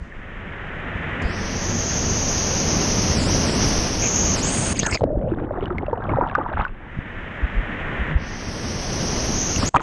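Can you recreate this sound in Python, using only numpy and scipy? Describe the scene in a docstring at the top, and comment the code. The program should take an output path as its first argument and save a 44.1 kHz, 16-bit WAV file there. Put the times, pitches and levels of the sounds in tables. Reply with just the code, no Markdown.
"""A waterfall, heard from its pool through the narrow microphone port of a small bobbing waterproof camera.
Above water it is noise: lumpy roar, spray, a resonance of the port that moves with the water in it, and a fine
high hiss called mist. The camera dips under the foam twice: a dull rumble, bubbles and a hum of trapped air remain.
Water slaps the housing as short low swings; single bubbles, cracks and flung drops sound close to the port.
One microphone, copied to both channels, with a faint hiss and its top cut."""
import sys
import numpy as np
from scipy import signal
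from scipy.fft import rfft, irfft, next_fast_len
from scipy.io import wavfile
from scipy.ndimage import uniform_filter1d

SR = 44100
rng = np.random.default_rng(int(sys.argv[2]) if len(sys.argv) > 2 else 0)


def digitize_waveform(pressure):
    """Quantize a signal to 16-bit integers and store it at the path in sys.argv[1].

    Rows of a 2-D input are taken as channels; values are limited to [-1, 1].
    """
    field = np.atleast_2d(pressure).T
    bounded = np.clip(field, -1, 1)
    quanta = np.round(bounded * 32767).astype(np.int16)
    wavfile.write(sys.argv[1], SR, quanta)


N = 433062


def from_db(db):
    """Decibels to gain."""
    return 10 ** (np.asarray(db) / 20)


def rms_one(x):
    """Scale to rms 1."""
    return x / np.sqrt(np.mean(x ** 2) + 1e-20)


def gains(spans):
    """Level columns as gains in time, silent between the spans, with 4 ms fades."""
    t, out = np.arange(N) / SR, 0
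    for rows in spans:
        s, *columns = np.transpose(rows)
        inside = np.clip(np.minimum(t - s[0] + .004, s[-1] + .004 - t) / .004, 0, 1)
        out = out + inside * from_db([np.interp(t, s, column) for column in columns])
    return out


def at_hz(points, hz):
    """Read a spectrum in dB on a log frequency axis."""
    points = np.array(points)
    return np.interp(np.log(hz + 1), np.log(points[:, 0]), points[:, 1])


def drift(rate_hz):
    """Slow random wander with spread 1: noise through two equal low-pass poles, one step per 40 samples."""
    r = np.exp(-80 * np.pi * rate_hz / SR)
    noise = rng.standard_normal(N // 40 + 2002)
    slow = signal.lfilter([1], [1, -2 * r, r * r], noise)[2000:]   # skip the settling of the filter
    return np.interp(np.arange(N) / 40, np.arange(len(slow)), rms_one(slow))


def coloured(spectrum):
    """Noise with a steady spectrum; rms 1."""
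    size = next_fast_len(N)
    hz = np.arange(size // 2 + 1) * SR / size
    shaped = rfft(rng.standard_normal(size)) * from_db(at_hz(spectrum, hz))
    return rms_one(irfft(shaped, size)[:N])


def moving_colour(shape_db, low_hz, high_hz):
    """Noise whose spectrum shape_db(Hz, s) changes in time; each frame is levelled to rms 1 in the band given."""
    hz, s, frames = signal.stft(rng.standard_normal(N), SR, nperseg=512, noverlap=384)
    gain = from_db(shape_db(hz[:, None], s))
    band = (hz > low_hz) & (hz < high_hz)
    gain = gain / np.sqrt(np.sum(gain[band] ** 2, axis=0) / len(hz))
    return signal.istft(frames * gain, SR, nperseg=512, noverlap=384)[1][:N]


def ring(clicks, hz, t60):
    """A two-pole resonance: a unit click sets a sine of height 1 ringing, 60 dB down after t60 seconds."""
    r, w = from_db(-60 / (t60 * SR)), 2 * np.pi * hz / SR
    return signal.lfilter([0, np.sin(w)], [1, -2 * r * np.cos(w), r * r], clicks + 1e-18)


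def peak(s, when, rise_s, fall_s):
    """A triangle of height 1."""
    return np.interp(s, [when - rise_s, when, when + fall_s], [0, 1, 0])


# The sway of the housing in the swell. Each row: frequency in Hz, density in dB per Hz (relative).
BOB_SPECTRUM = [(10, -24.5), (22, 3), (40, -5.5), (70, -13.5), (150, -78)]
BOB_DB = -37


def bobbing():
    """The housing bobs in the swell: the lowest noise, fading where both roar and rumble are very quiet."""
    roar, rumble = gains(ABOVE)[0], gains(BELOW)[0]
    open_port = np.clip(roar / from_db(-37.5) + rumble / from_db(-48), 0, 1)
    return open_port * from_db(BOB_DB + 2.0 * drift(2.9)) * coloured(BOB_SPECTRUM)


# Air caught under the housing, by the microphone.
# Each row: start in seconds, length in seconds, resonance in Hz, level in dB before its lumps.
TRAPPED = [(5.066, 0.27, 590, -33), (5.298, 0.58, 356, -39)]
TRAPPED_CYCLES = 8.1   # t60 of the resonance, in cycles


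def trapped_air():
    """Trapped air hums while bubbles shake it: lumpy noise in one resonance, quick to start, fading at the end."""
    out, lumps = np.zeros(N), from_db(4.2 * drift(22))
    for s, length, hz, level_db in TRAPPED:
        t, t60 = np.arange(round(length * SR)) / SR, TRAPPED_CYCLES / hz
        once = ring(rng.standard_normal(SR), hz, t60)
        hum = rms_one(ring(once, hz, t60))[-len(t):]
        shape = np.interp(t, [0, .01, 0.72 * length, length], [0, 1, 1, 0])
        out[round(s * SR):][:len(t)] += shape * from_db(level_db) * hum
    return lumps * out


def swarm(per_s, low_hz, high_hz, cycles, spread_db):
    """Bubbles are born in clumps, each with a random loudness and one of twelve pitches; the flooded port dulls them."""
    loudness = from_db(spread_db * np.minimum(rng.exponential(1, N), 4)) * rng.choice([-1, 1], N)
    born = rng.random(N) < per_s * from_db(4.0 * drift(14)) / SR
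    dealt = rng.integers(0, 12, N)   # which of the twelve pitches each bubble takes
    pitches = np.geomspace(low_hz, high_hz, 12)
    rings = sum(ring(loudness * born * (dealt == k), hz, cycles / hz) for k, hz in enumerate(pitches))
    dulling = signal.butter(4, 0.84 * high_hz, fs=SR, output="sos")
    return rms_one(signal.sosfilt(dulling, rings))


# Microphone under water, one list per dip. Each row: time in seconds, rumble in dB before its lumps,
# big bubbles in dB, middle bubbles in dB before a 5.5 dB lift, fizz in dB.
BELOW = [
    [(5.008, -25, -35, -42, -52), (5.06, -19, -31.5, -54, -75), (5.15, -27.5, -30.5, -56, -70),
     (5.32, -29, -35.5, -41.5, -57), (5.4, -34, -28.5, -46, -54), (5.5, -33.5, -35, -43.5, -66),
     (5.63, -30, -28.5, -36, -47), (5.72, -28.5, -37, -41.5, -62), (5.8, -32.5, -31, -45.5, -59),
     (6.0, -36, -35.5, -41.5, -65), (6.14, -30, -26, -37.5, -45), (6.24, -31, -29, -31, -60),
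     (6.3, -36, -36.5, -42.5, -44), (6.42, -32, -35.5, -37.5, -58), (6.52, -37, -36, -38, -51.5),
     (6.6, -19, -41, -27.5, -40), (6.66, -44, -54, -36, -53), (6.72, -42, -57, -59, -66),
     (6.9, -54, -51, -53, -71)],
    [(9.741, -35, -47, -42, -44), (9.75, -17, -19.5, -37, -44), (9.768, -18.5, -29, -13.5, -29),
     (9.776, -40, -31, -50, -45), (9.82, -38, -38, -40, -39)],
]
# Rumble heard through the water. Each row: frequency in Hz, density in dB per Hz (relative).
RUMBLE_SPECTRUM = [(15, -19), (30, 22), (100, 23.5), (250, 16), (500, -53)]
RUMBLE_LUMPS_DB = 3.0


def underwater():
    """Dull rumble and bubbles in three ranges of pitch; the highest merge into a fine fizz."""
    rumble, big, middle, fizz = gains(BELOW)
    out = rumble * from_db(RUMBLE_LUMPS_DB * drift(4.0)) * coloured(RUMBLE_SPECTRUM)
    out += big * swarm(180, low_hz=276, high_hz=842, cycles=14.0, spread_db=2.0)
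    out += middle * from_db(5.5) * swarm(950, low_hz=730, high_hz=1904, cycles=18.7, spread_db=3.5)
    return out + fizz * swarm(900, low_hz=1940, high_hz=3720, cycles=26.0, spread_db=6.5)


# Water against the housing. Each row: centre in seconds, peak in dB, frequency in Hz,
# half length of the swell in cycles (to where it is down to exp(-2)).
SLAPS = [(0.021, -21.5, 50, 0.74), (.96, -18.5, 69.5, 0.82), (1.258, -13, 48, 0.65),
         (3.791, -10, 44.6, 0.29), (4.848, -22, 44.6, 0.68), (4.931, -14.5, 75, 0.7),
         (5.179, -12, 46.7, 0.6), (6.126, -18, 79.6, 1.2), (6.154, -14.5, 111.6, 1.4),
         (6.555, -20, 69.5, 1.2), (6.597, -19.5, 36.3, 0.76), (6.974, -23.5, 155, 1.4),
         (6.99, -12, 59.8, 0.14), (7.443, -10.5, 56.6, 1.05), (7.584, -11.5, 40.5, 1.35),
         (8.015, -16.5, 57.7, 1.5), (8.123, -25, 152.4, 9.2), (8.164, -7, 59, 0.81), (9.572, -14, 70, 0.71),
         (9.598, -14, 90, 1)]


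def slaps():
    """A wave pushes the housing in and it swings back: a low cosine under a bell-shaped swell."""
    out, t = np.zeros(N), np.arange(N) / SR
    for s, level_db, hz, cycles in SLAPS:
        near = slice(max(round((s - .1) * SR), 0), round((s + .1) * SR))
        turns = (t[near] - s) * hz
        out[near] += from_db(level_db) * np.cos(2 * np.pi * turns) * np.exp(-2 * (turns / cycles) ** 2)
    return out


# Single bubbles at the port. Each row: start in seconds, level in dB before swell and decay,
# starting pitch in Hz, t60 in seconds.
POPS = [(.123, -28, 1800, 0.022), (4.864, -14, 895, .027), (4.913, -22, 5200, 0.013),
        (4.925, -14, 340, 0.024), (4.959, -18, 2450, 0.02), (4.973, -16.5, 2100, .014),
        (5.0088, -13.5, 795, 0.02), (5.0176, -5.5, 530, 0.023), (5.034, -5.5, 530, 0.024),
        (5.0386, 4.5, 533, 0.015), (5.05, -7, 253, 0.037), (5.075, -23, 610, 0.027),
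        (5.102, -17, 594, 0.12), (5.172, -4, 302, 0.015), (5.211, -21, 566, 0.045), (5.222, -18, 535, 0.05),
        (5.235, -21.5, 593, 0.032), (5.273, -13, 519, 0.055), (5.319, -9.5, 328, 0.06),
        (5.338, -27, 1600, .015), (5.386, -25, 1490, 0.017), (5.436, -15, 316, 0.032),
        (5.508, -12, 583, 0.036), (5.582, -18.5, 335, 0.05), (5.584, -18, 700, 0.043),
        (5.625, -8.5, 390, 0.031), (5.657, -24.5, 2950, 0.015), (5.704, -18.5, 1310, 0.029),
        (5.708, -15.5, 350, 0.08), (5.783, -16.5, 2130, 0.022), (5.827, -17, 370, 0.036),
        (5.831, -15.5, 790, 0.018), (5.865, -32, 2680, .02), (5.882, -12.5, 585, 0.05),
        (5.929, -6.5, 472, 0.033), (5.931, -12.5, 910, 0.048), (5.974, -17.5, 700, 0.043),
        (5.978, -41, 2900, .012), (6.04, -38, 3340, .012), (6.023, -24, 1580, 0.025),
        (6.085, -15.5, 527, 0.037), (6.094, -16.5, 1100, 0.028), (6.093, -23.5, 2190, 0.029),
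        (6.133, -19, 305, .036), (6.136, -10, 930, 0.026), (6.159, -18, 1280, 0.022),
        (6.171, -10, 770, 0.025), (6.185, -4, 544, 0.031), (6.211, -5.5, 950, .027),
        (6.236, -18, 1290, 0.022), (6.238, -14, 895, 0.03), (6.265, -15, 913, 0.035),
        (6.2745, -33, 2900, 0.01), (6.297, -30, 2700, 0.013), (6.298, -22, 1640, .02),
        (6.314, -19, 1100, .02), (6.32, -18, 706, 0.021), (6.351, -6, 1200, 0.037), (6.354, -6, 1495, 0.02),
        (6.382, -9, 516, 0.037), (6.386, -10.5, 860, 0.027), (6.412, -17.5, 1200, 0.045),
        (6.462, -12, 936, 0.029), (6.517, -16.5, 625, 0.034), (6.536, -18, 1540, .02),
        (6.573, -14, 865, .028), (6.611, -13.5, 1320, .025), (6.645, -33, 2930, 0.016),
        (6.651, -11.5, 1470, 0.026), (6.665, -20, 1150, 0.025), (6.681, -33.5, 2620, 0.022),
        (9.561, -14.5, 2815, .014), (9.628, -9.5, 246, 0.046), (9.629, -11, 1120, 0.018),
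        (9.643, -22, 1850, .012), (9.677, -20, 4750, .01), (9.743, -3, 850, 0.015),
        (9.746, -3, 1038, 0.033), (9.7511, -4, 980, 0.043), (9.7607, -1.5, 1190, 0.031),
        (9.767, -3, 1150, .013), (9.768, -15, 2390, .015), (9.775, -25, 950, .012), (9.797, -14, 1270, .01),
        (9.804, -7, 1050, 0.0057), (9.8095, -16, 1000, .008)]
POP_SWELL_CYCLES = 0.32


def pops():
    """Each bubble swells within a cycle or so and rings down with rising pitch."""
    out, t = np.zeros(N + 8192), np.arange(8192) / SR
    for s, level_db, hz, t60 in POPS:
        phase = 2 * np.pi * hz * (t + 0.86 * t * t)
        swell = (1 - np.exp(-t * hz / POP_SWELL_CYCLES)) ** 2
        out[round(s * SR):][:8192] += np.sin(phase) * swell * from_db(level_db - 60 * t / t60)
    return out[:N]


def bursts(events, t60):
    """A puff of white noise at each event, dying at once."""
    out, t = np.zeros(N + 2048), np.arange(2048) / SR
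    for (s, level_db), noise in zip(events, rng.standard_normal((len(events), 2048))):
        out[round(s * SR):][:2048] += noise * from_db(level_db - 60 * t / t60)
    return out[:N]


# Bubbles pinching off sharply by the port. Each row: time in seconds, level in dB before dulling.
CRACKS = [(4.864, -27), (4.925, -20), (4.959, -34), (4.973, -40), (5.009, -28), (5.019, -33), (5.035, -33),
          (5.039, -20), (5.783, -28), (5.93, -35), (6.351, -20.5), (6.65, -35), (9.561, -36), (9.628, -30),
          (9.747, -18), (9.761, -14), (9.764, -23), (9.768, -19), (9.797, -32), (9.804, -29)]
# Flung drops on the microphone capsule. Each row: time in seconds, level in dB before the band filter.
STRIKES = [(4.7922, 2.5), (4.7972, 5.5), (4.8626, 0.5), (4.868, -9), (4.9094, -9), (4.9449, -4), (9.56, -7)]
CRACK_T60_S, STRIKE_T60_S, STRIKE_BAND_HZ = .005, 0.016, (6160, 6770)


def cracks():
    """Pinch-off cracks are dulled by the water; drop strikes sound around the pitch of the capsule."""
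    dull = signal.lfilter(*signal.butter(3, 4200, fs=SR), bursts(CRACKS, CRACK_T60_S))
    strikes = bursts(STRIKES, STRIKE_T60_S)
    return dull + signal.lfilter(*signal.butter(2, STRIKE_BAND_HZ, "band", fs=SR), strikes)


# Each time the microphone comes up. Each row: breaks the surface in seconds, film over the port bursts
# in seconds, drain time in seconds (e-fold), how far low the ring starts in Hz, treble in the first moment in dB.
SURFACINGS = [(-.03, 1.217, 0.34, 1340, 15), (6.666, 8.175, 0.28, 200, -12)]


def since_burst(s, lasts_s):
    """1 while the film seals the port, dying away once it bursts."""
    out = np.ones(len(s))
    for (up, burst, *_), lasts in zip(SURFACINGS, np.broadcast_to(lasts_s, 2)):
        out = np.where(s > up, np.exp(-np.maximum(s - burst, 0) / lasts), out)
    return out


# Drops running across the port, pulling its ring down.
# Each row: centre in seconds, fall of the ring in Hz, half length in seconds.
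DROPS = [(3.228, 1030, 0.093), (3.513, 430, 0.08), (4.395, 1380, 0.056), (9.632, 1200, 0.064)]


def drops(s):
    """How far each drop covers the port, 0-1."""
    cover = np.array([peak(s, when, half, half) for when, _, half in DROPS])
    return np.sin(np.pi / 2 * cover) ** 2


# Resonance of the microphone port. Each row: time in seconds,
# top of its ring in Hz before the sweep after a burst and the drops.
PORT_RING = [(1.2, 5690), (1.7, 6293), (2.3, 6234), (3.15, 6040), (3.98, 5940), (4.04, 6420), (4.4, 6300),
             (4.47, 7800), (4.54, 9100), (4.66, 8870), (4.75, 9300), (4.82, 7800), (5.0, 8260), (8.1, 6100),
             (8.6, 5850), (9.3, 6010), (9.42, 6280), (9.6, 6160), (9.69, 7400), (9.72, 8300)]
CAPSULE_HZ = 6500   # fixed resonance of the capsule
SWEEP_S = 0.13   # the ring climbs to its place after a burst
ON_CAPSULE_HZ, PAST_CAPSULE_HZ = 400, 990   # how near counts as on the capsule, from below and from above
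SEALED_TOP_HZ, SEALED_WIDTH_HZ = 6660, 9000
# width of a 6 kHz ring, e-fold per this much higher, its limit; share of narrowing on the capsule
WIDTH_HZ, WIDENS_HZ, WIDEST_HZ, SHARPENS = 1500, 1300, 4000, 0.7


def port(s):
    """Port state at times s: ring on the capsule 0-1, film 0-1, top of the ring Hz, its width below Hz."""
    _, burst, drains, low_hz, _ = np.transpose(SURFACINGS)
    top = np.interp(s, *np.transpose(PORT_RING))
    top = top - sum(hz * peak(s, when, 1, SWEEP_S) for when, hz in zip(burst, low_hz))
    top = top - np.array(DROPS)[:, 1] @ drops(s)
    reach = np.where(top < CAPSULE_HZ, ON_CAPSULE_HZ, PAST_CAPSULE_HZ)
    on_capsule = 1 / (1 + ((top - CAPSULE_HZ) / reach) ** 2)
    width = np.minimum(WIDTH_HZ * np.exp((top - 6000) / WIDENS_HZ), WIDEST_HZ)
    width = width * (1 - SHARPENS * on_capsule)
    sealed = since_burst(s, OPENS_S) == 1
    on_capsule = on_capsule * ~sealed * (1 - drops(s).max(axis=0))
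    top, width = np.where(sealed, SEALED_TOP_HZ, top), np.where(sealed, SEALED_WIDTH_HZ, width)
    return on_capsule, since_burst(s, drains), top, width


SOFTENS_HZ = 1800   # the upper edge spreads e-fold per this much higher


def edge_spread(s):
    """A low ring has a tight upper edge, a high one a wide edge."""
    _, _, top, _ = port(s)
    return np.clip(np.exp((top - 6000) / SOFTENS_HZ), .3, 1.25)


# Pockets of air in the foam, ringing as they close over the port.
# Each row: start in seconds, length in seconds, from Hz, to Hz, lift in dB.
POCKETS = [(4.01, 0.085, 2400, 2450, 11.5), (4.766, 0.12, 1700, 5000, 9), (4.83, 0.076, 1850, 1350, 24),
           (4.878, 0.059, 1070, 2570, 18), (4.916, 0.056, 2730, 2400, 18), (9.621, 0.023, 895, 1300, 13)]


def pockets_db(hz, s):
    """Each pocket lifts a gliding band of the spray, swelling and dying; without hz, the lift on top of the band."""
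    out = 0
    for when, length, from_hz, to_hz, lift_db in POCKETS:
        done = np.clip((s - when) / length, 0, 1)
        centre = from_hz + (to_hz - from_hz) * done
        off = 0 if hz is None else (hz / centre - 1) / .16
        out = out + lift_db * np.sin(np.pi * done) / (1 + off ** 2)
    return out


# foam covers the port in patches
CHURN_FROM_S, CHURN_TO_S, CHURN_PATCH_DB, CHURN_RING_DB = 4.735, 5.0, 7.5, -6


def churning(s):
    """True while foam churns over the port."""
    return (s > CHURN_FROM_S) * (s < CHURN_TO_S)


def patches_db(hz, s):
    """Patches about 1.5 kHz by 15 ms come and go while foam churns over the port."""
    field = rng.standard_normal((len(hz), len(s)))
    for axis, size in enumerate((16, 5)):   # bins, frames; smoothed twice
        field = uniform_filter1d(uniform_filter1d(field, size, axis=axis), size, axis=axis)
    return CHURN_PATCH_DB * rms_one(field) * churning(s)


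# Spray through the open port and through a wet one. Each row: frequency in Hz, density in dB per Hz (relative).
SPRAY_OPEN = [(200, -7.5), (500, 6), (1000, 0.5), (1600, -3), (2400, -4), (3200, -5), (4000, -11.5),
              (5000, -6.5), (7000, -50)]
SPRAY_WET = [(200, -39.5), (500, 3.5), (850, -1.5), (1300, 1), (1600, 3.5), (1850, 7), (2150, 0.5),
             (2500, -3.5), (3100, -8.5), (3700, -19), (4500, -40.5), (7000, -70.5)]


def spray_shape(hz, s):
    """A film of water weighs the membrane down: one low hump and no treble."""
    _, film, _, _ = port(s)
    film = np.clip(film, 0, 1)
    wet, clear = from_db(2 * at_hz(SPRAY_WET, hz)), from_db(2 * at_hz(SPRAY_OPEN, hz))   # powers
    plain = 10 * np.log10(film * wet + (1 - film) * clear)
    return plain + pockets_db(hz, s) + patches_db(hz, s)


RING_FALL_DB_PER_KHZ = 5   # extra fall once the film has burst, for an edge of spread 1
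EDGE_S, LEAK_DB = 0.12, -15.5   # thin hiss still leaks past the ring this long after the burst (e-fold)
CAPSULE_WIDTH_HZ, CAPSULE_LIFT_DB = 300, 6.0   # lift while the ring sits at or below the capsule
CREST_WIDTH_HZ, CREST_DB = 797, 5.0   # a ring far above the capsule peaks at its top


def ring_shape(hz, s):
    """The air in the port rings: a slow rise to its top, a steep fall above; film damps capsule and crest."""
    _, film, top, width = port(s)
    clear = 1 - np.clip(film, 0, 1)
    above = hz - top
    rise = -20 * np.log10(1 + (np.minimum(above, 0) / width) ** 2)
    leak = since_burst(s, EDGE_S)
    over = np.maximum(above, 0) / 1000 / edge_spread(s)
    fall = 6.7 * over + (leak < 1) * (RING_FALL_DB_PER_KHZ * over + 18.0 * over ** 2)
    fall = np.minimum(fall, 62.0 * (1 - leak) - LEAK_DB + 2.0 * over)
    apart = np.clip((top - CAPSULE_HZ) / 2000, 0, 1)   # the capsule stands out once the ring has left it
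    capsule = CAPSULE_LIFT_DB * clear * (1 + 1.3 * apart)
    capsule = capsule / (1 + ((hz - CAPSULE_HZ) / CAPSULE_WIDTH_HZ) ** 2)
    crest = CREST_DB * apart * clear * (s < CHURN_FROM_S) / (1 + (above / CREST_WIDTH_HZ) ** 2)
    low_cut = 24 * np.log2(np.clip(4000 / (hz + 1), 1, 8))   # 24 dB per octave below 4 kHz
    return rise - fall + capsule + crest + patches_db(hz, s) - low_cut


# Mist, the fine high hiss, with the ring at 6.1 kHz. Each row: frequency in Hz, density in dB per Hz (relative).
MIST_SPECTRUM = [(4000, -39.5), (6000, 9), (8500, 8.5), (10000, -6.5), (11300, -0.5), (12000, -9.5),
                 (12800, -56)]
MIST_FOLLOWS = 0.64   # the mist shifts with this power of the ring's pitch
GAP_SHALLOWER = 0.75   # share by which the gap gets shallower during a drop


def mist_shape(hz, s):
    """Mist is a fine high hiss with a gap above the ring, shallower during drops."""
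    on_capsule, _, top, _ = port(s)
    off = ((hz - top) / edge_spread(s) - 1100) / 700
    off = np.where(off > 0, off / (1 + 0.97 * on_capsule), off)   # the gap in the hiss is wider at this pitch
    gap_db = 34.4 * (1 - GAP_SHALLOWER * drops(s).max(axis=0)) * (1 - since_burst(s, SWEEP_S))
    return at_hz(MIST_SPECTRUM, hz * (6100 / top) ** MIST_FOLLOWS) - gap_db / (1 + off ** 2)


# Roar of the fall at the microphone by time, in two lists; the last rows are the haze that lingers
# after the camera dips. Each row: time in seconds, roar in dB before sloshes and swells.
ABOVE = [
    [(0, -41.5), (.12, -40.5), (.3, -38), (.7, -33.5), (1.4, -27), (2.75, -22), (3.7, -20.5), (3.97, -24),
     (4.32, -22.5), (4.56, -21.5), (4.728, -22), (4.736, -34), (4.76, -25.5), (4.9, -28), (4.955, -25),
     (4.965, -38), (5.0, -43)],
    [(6.68, -41), (6.71, -42.5), (6.82, -43), (6.92, -38), (7.18, -35.5), (8.115, -28), (8.15, -33.5),
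     (9.1, -24), (9.5, -25.5), (9.66, -22), (9.69, -25), (9.695, -53), (9.735, -58), (9.765, -31),
     (9.785, -75), (9.82, -42)],
]
# Foam sloshing over the port before it goes under.
# Each row: time in seconds, change of the treble in dB, lift of the spray in dB.
SLOSHES = [(4.796, 7, 14), (4.832, -5.5, 11.5), (4.868, 15, 9), (4.927, -16, 11), (4.946, -21, 3)]
SLOSH_RISE_S, SLOSH_FALL_S, SLOSH_ROAR_DB, SLOSH_MIST_DB = 0.0022, 0.0052, 8.5, 21
# levels against the roar (dB): port open, then changes while sealed, with the ring on the capsule, while wet
SPRAY_DB, RING_DB, MIST_DB = (-11.5, 1.5, 1, 8.5), (-10, -17, 12.5, -10), (-28, -31, -4.5, -13.5)
OPENS_S, WAKES_S, WAKES_DB = 0.046, 0.16, -8.5   # treble comes through after a burst; spray wakes after surfacing
# with a ring this high the mist is much quieter and the ring slightly louder
HIGH_RING_HZ, HIGH_MIST_DB, HIGH_RING_DB = 7950, -38, 2
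POCKET_SHARE = 0.43   # share of a pocket's lift that makes the whole spray louder
DROP_MIST_DB = -2.5


def levels_above():
    """Spray, ring and mist are set against the roar by the state of the port; sloshes shift them all."""
    s = np.arange(0, N + 40, 40) / SR
    on_capsule, film, top, _ = port(s)
    shut = since_burst(s, OPENS_S)
    slosh = np.array([peak(s, when, SLOSH_RISE_S, SLOSH_FALL_S) for when, *_ in SLOSHES])
    any_slosh = slosh.max(axis=0)
    treble_db, splash_db = np.array(SLOSHES)[:, 1:].T @ slosh
    waking = np.array([(s > up) * np.exp(-np.abs(s - up) / WAKES_S) for up, *_ in SURFACINGS])
    high_ring = (1 - shut) * np.clip((top - HIGH_RING_HZ) / 1000 + .5, 0, 1)
    state = np.array([1 + 0 * s, shut, on_capsule, film])
    spray = SPRAY_DB @ state + POCKET_SHARE * pockets_db(None, s)
    spray = spray + WAKES_DB * waking.sum(axis=0) + splash_db
    ringing = RING_DB @ state + treble_db + HIGH_RING_DB * high_ring + CHURN_RING_DB * churning(s)
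    ringing = ringing + np.array(SURFACINGS)[:, -1] @ waking
    mist = MIST_DB @ state + HIGH_MIST_DB * high_ring
    mist = mist + DROP_MIST_DB * drops(s).sum(axis=0) + SLOSH_MIST_DB * any_slosh
    rows = SLOSH_ROAR_DB * any_slosh, spray, ringing, mist
    return gains(ABOVE) * from_db([np.interp(np.arange(N) / SR, s, db) for db in rows])


# Roar of the fall. Each row: frequency in Hz, density in dB per Hz (relative).
ROAR_SPECTRUM = [(15, -32.5), (28, 0), (50, -2.5), (90, 3.5), (130, -2), (180, 0.5), (270, -4), (400, -8.5),
                 (700, -20), (1200, -30), (2500, -77)]


def waterfall():
    """Roar in lumps, spray and mist as dense hiss, and the ring of the port; each layer swells by chance."""
    roar, spray, ringing, mist = levels_above()
    surge = drift(22.5)   # shared by roar and spray
    out = roar * from_db(-1.0 + 0.13 * surge + 1.0 * drift(3.6)) * coloured(ROAR_SPECTRUM)
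    spray = spray * from_db(0.59 * surge + 0.24 * drift(32))
    out += spray * moving_colour(spray_shape, low_hz=1200, high_hz=3660)
    out += ringing * from_db(0.8 * drift(22)) * moving_colour(ring_shape, low_hz=4350, high_hz=10240)
    out += mist * from_db(1.2 * drift(15)) * moving_colour(mist_shape, low_hz=10000, high_hz=13600)
    return out


def scene():
    """One microphone, copied to both channels."""
    water = waterfall() + underwater() + trapped_air() + bobbing() + pops() + cracks() + slaps()
    return np.tile(water, (2, 1))


CUTOFF_HZ = 13400   # from here up the top is 70 dB down


def record(dry):
    """The microphone adds a faint hiss of its own, and the top is cut."""
    hiss = from_db(-87.0) * coloured([(20, -17.0), (1000, 17.5), (12000, -26.5)])   # (Hz, dB per Hz)
    top_cut = signal.cheby2(12, 70, CUTOFF_HZ, fs=SR, output="sos")
    return signal.sosfilt(top_cut, dry + hiss)


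dry = scene()
out = record(dry)
digitize_waveform(out)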